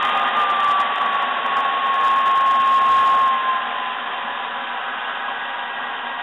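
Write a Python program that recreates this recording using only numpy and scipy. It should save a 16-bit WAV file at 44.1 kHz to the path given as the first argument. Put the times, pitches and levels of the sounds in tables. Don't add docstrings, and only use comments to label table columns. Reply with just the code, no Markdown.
import sys
import numpy as np
from scipy import signal
from scipy.fft import rfft, irfft, next_fast_len
from scipy.io import wavfile
from scipy.ndimage import map_coordinates

SR = 44100
rng = np.random.default_rng(int(sys.argv[2]) if len(sys.argv) > 2 else 0)


def wrap_up_sound(samples):
    columns = np.atleast_2d(samples).T
    tamed = np.clip(columns, -1, 1)
    steps = np.round(tamed * 32767).astype(np.int16)
    wavfile.write(sys.argv[1], SR, steps)


def field_ratio(decibels):
    return 10 ** (np.asarray(decibels, dtype=float) / 20)


N = 274302
MAINS_HZ = 60
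FREE_SHAFT_HZ = 174.36


def unit(x):
    return x / np.sqrt(np.mean(x ** 2) + 1e-20)


def wobble(rate_hz):
    coarse = np.arange(0, N + 32, 32)
    knots = rng.standard_normal(int(N * rate_hz / SR) + 4)
    return np.interp(np.arange(N), coarse, map_coordinates(knots, [coarse * rate_hz / SR]))


def filtered(x, response):
    m = next_fast_len(N + SR // 2)
    return irfft(rfft(x, m) * response(np.fft.rfftfreq(m, 1 / SR)), m)[:N]


# t/s, shaft rate lost/Hz, time constant/s
LOADS = [
    (.281, 21.09, .786),
    (3.2, 18.26, 1.134),
]


def shaft():
    t = np.arange(N) / SR
    return FREE_SHAFT_HZ - sum(loss * (1 - np.exp(-np.maximum(t - s, 0) / lag)) for s, loss, lag in LOADS)


# t/s, level/dB
SURGES = [(.05, 2.5), (.17, 3), (.275, 4), (.365, 3), (.45, 1.5), (.51, 2.5), (.6, 1.5), (.65, 1.2),
          (.81, 4), (.95, -2.5), (1.015, 4.5), (1.06, 3.5), (1.16, 4.5), (1.24, 4), (1.35, -2), (1.46, 3),
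          (1.52, 3), (1.585, 4), (1.661, 2.5), (1.71, -2.5), (1.8, -3.5), (1.965, -3), (2.07, 1.5),
          (2.235, -2.5), (2.27, 1.5), (2.42, 1.5), (2.66, -3), (2.8, -2.5), (3.495, 2.5), (3.565, 2)]


def surges():
    t = np.arange(N) / SR
    half_length_s = 0.014
    return sum(db * np.exp(-((t - s) / half_length_s) ** 2) for s, db in SURGES)


def standing_db(waves, hz):
    power = sum((field_ratio(top_db) / (1 + (2 * (hz - c) / w) ** 2)) ** 2 for c, w, top_db in waves)
    return 10 * np.log10(power)


def tone(phase, level_db, flutter_db, blur_rad):
    size = field_ratio(level_db + np.clip(flutter_db, 0, 3) * wobble(14))
    return np.sqrt(2) * size * np.sin(phase + blur_rad * wobble(25) + rng.uniform(0, 2 * np.pi))


# f/Hz, width/Hz, peak tone level/dB
BLADE_WAVES = [(957, 30, -37), (992, 28, -33), (1017.7, 13, -27.5), (1044, 12, -22), (1073.2, 25.8, -15),
               (1086.5, 17, -20), (1102, 7, -24.5), (1125, 26, -24.5), (1160.7, 31.4, -17.5),
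               (1184, 10, -22), (1199, 16, -19.5), (1222, 9, -23)]


def blade_whine(turn, shaft_hz, surge_db):
    level_db = standing_db(BLADE_WAVES, 7 * shaft_hz) + 1.2 * surge_db
    return tone(7 * turn, level_db, flutter_db=0.58, blur_rad=0.09)


# f/Hz, width/Hz, peak tone level/dB
ARMATURE_WAVES = [(1268, 20, -31), (1526, 55, -36.5), (1642, 56, -33.5), (1703.5, 36, -36),
                  (1760, 30, -36.5), (1833, 37, -39.5), (1910, 40, -41)]
# shaft order, torque pulses added, level over standing waves/dB, flutter/dB, blur/rad
ARMATURE_TONES = [(11, 0, 0, 1.1, .15), (12, 0, -6.5, 2.5, .3), (14, 0, 2.5, 1, .15), (11, 1, -2, 1.3, .15),
                  (11, -1, -7, 1, .5), (10, -1, -7, 1.5, .2)]


def armature(turn, shaft_hz, torque):
    out = np.zeros(N)
    for order, side, db, flutter_db, blur_rad in ARMATURE_TONES:
        order, side = round(order), round(side)
        level_db = db + standing_db(ARMATURE_WAVES, order * shaft_hz + side * 2 * MAINS_HZ)
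        out += tone(order * turn + side * torque, level_db, flutter_db, blur_rad)
    return out


# multiple of shaft rate, level/dB
WEAK_ORDERS = [(4, -54.5), (10, -50), (20, -54), (21, -53), (22, -52), (23, -55.5), (24, -57), (26, -57)]


def weak_orders(turn):
    return sum(tone(order * turn, db, flutter_db=3, blur_rad=0.65) for order, db in WEAK_ORDERS)


def mains_buzz(torque):
    buzz = tone(2 * torque, -55.5, flutter_db=6.0, blur_rad=0.46)
    return buzz + tone(torque, -71, flutter_db=4.0, blur_rad=0.5)


def motor(turn, shaft_hz, surge_db):
    torque = 2 * np.pi * 2 * MAINS_HZ * np.arange(N) / SR
    out = blade_whine(turn, shaft_hz, surge_db) + armature(turn, shaft_hz, torque)
    return out + weak_orders(turn) + mains_buzz(torque)


# f/Hz, width/Hz, level over broad colour/dB (negative in a dip)
HOUSING = [(245, 32, 6), (688, 29, -2.5), (705, 35, 7), (751.4, 16, -3.5), (791.4, 49, 7), (851, 30, 3),
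           (945, 44, -3.5), (959, 16, 3), (1017, 11, 3), (1073.4, 24, 8.5), (1183, 36, 5.5), (1260, 27, -1),
           (1354, 16, 5), (1500, 53, 3), (1643, 48, 4.5), (1688, 24, 4.5), (1830, 41, 3.5), (2043, 32, 5),
           (2123, 47, -3.5), (2457, 29, 5), (2784, 59, 5), (3150, 61, 4.5), (3630, 18, 5)]


def colour_db(points, hz):
    f, db = np.transpose(points)
    lift = sum(top_db / (1 + (2 * (hz - c) / w) ** 2) for c, w, top_db in HOUSING)
    return np.interp(np.log(hz + 1), np.log(f), db) + lift


# f/Hz, level/dB per Hz
ROAR = [(60, -64), (118, -35), (203, -19), (280, -16.5), (340, -21), (480, -11), (600, -9), (665, -10.5),
        (730, -4.5), (950, -3), (1400, -6.5), (1900, -11), (2300, -23.5), (3000, -43)]


def roar(speed_db, surge_db, grit):
    noise = rng.standard_normal(N) + grit
    noise = unit(filtered(noise, lambda hz: field_ratio(colour_db(ROAR, hz))))
    since_choke_s = np.maximum(np.arange(N) / SR - LOADS[-1][0], 0)
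    choke_db = -2.2 * (1 - np.exp(-since_choke_s / 0.12))
    level_db = -22.5 + 2.0 * speed_db + choke_db + 0.8 * surge_db
    return field_ratio(level_db + 0.36 * wobble(9) + 0.52 * wobble(40)) * noise


# f/Hz, level/dB per Hz
HISS = [(1120, -36), (1900, -2), (2240, -8), (2470, -5), (3240, -4), (3680, -5), (3860, -10), (5020, -46),
        (8490, -120)]


def hiss(turn, speed_db, grit):
    chop = 1 + 0.1 * np.sin(turn)
    noise = rng.standard_normal(N) * chop + grit
    noise = unit(filtered(noise, lambda hz: field_ratio(colour_db(HISS, hz))))
    level_db = -27.6 + 3.4 * speed_db
    return field_ratio(level_db + 0.3 * wobble(10) + 0.5 * wobble(50)) * noise


def air(turn, shaft_hz, surge_db):
    speed_db = 20 * np.log10(shaft_hz / FREE_SHAFT_HZ)
    grit = (rng.random(N) < 40 / SR) * rng.uniform(2, 7, N)
    return roar(speed_db, surge_db, grit) + hiss(turn, speed_db, grit)


def kitchen(x, t60_s, wet_db):
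    t = np.arange(SR // 2) / SR
    tail = rng.standard_normal(len(t)) * field_ratio(-60 * t / t60_s)
    mixed = x + field_ratio(wet_db) * signal.fftconvolve(x, tail / np.linalg.norm(tail))[:N]
    return mixed / np.sqrt(1 + field_ratio(wet_db) ** 2)


# t/s, peak level/dB, ring f/Hz, t60/s
KNOCKS = [
    (4.935, -16, 1300, 0.014),
    (5.282, -17, 1075, 0.076),
]


def handle():
    t = np.arange(N) / SR
    out = np.zeros(N)
    for s, db, hz, t60_s in KNOCKS:
        u = np.maximum(t - s, 0)
        out += field_ratio(db - 60 * u / t60_s) * np.sin(2 * np.pi * hz * u) * np.tanh(u * hz)
    return out


def scene():
    shaft_hz, surge_db = shaft(), surges()
    turn = 2 * np.pi * np.cumsum(shaft_hz) / SR
    whine = kitchen(motor(turn, shaft_hz, surge_db), t60_s=0.29, wet_db=-18.0)
    rush = kitchen(air(turn, shaft_hz, surge_db) + handle(), t60_s=0.3, wet_db=-9.5)
    return (whine + rush)[None]


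def roll_off(x):
    return signal.sosfilt(signal.butter(12, 15890, fs=SR, output="sos"), x)


def record(dry):
    camera_rate_hz = 8000
    up, down = camera_rate_hz // 100, SR // 100
    slow = signal.resample_poly(np.pad(dry[0], (0, SR // 10), "reflect"), up, down)
    slow = np.clip(slow, -0.267, 0.267)
    full = signal.resample_poly(slow, down, up, window=("kaiser", 12.0))
    full = filtered(full, lambda hz: field_ratio(-75 * np.clip((hz - 3800) / 560, 0, 1) ** 2))
    full = np.clip(full, -0.272, 0.272) - 0.001
    return roll_off(full[None])


dry = scene()
out = record(dry)
wrap_up_sound(out)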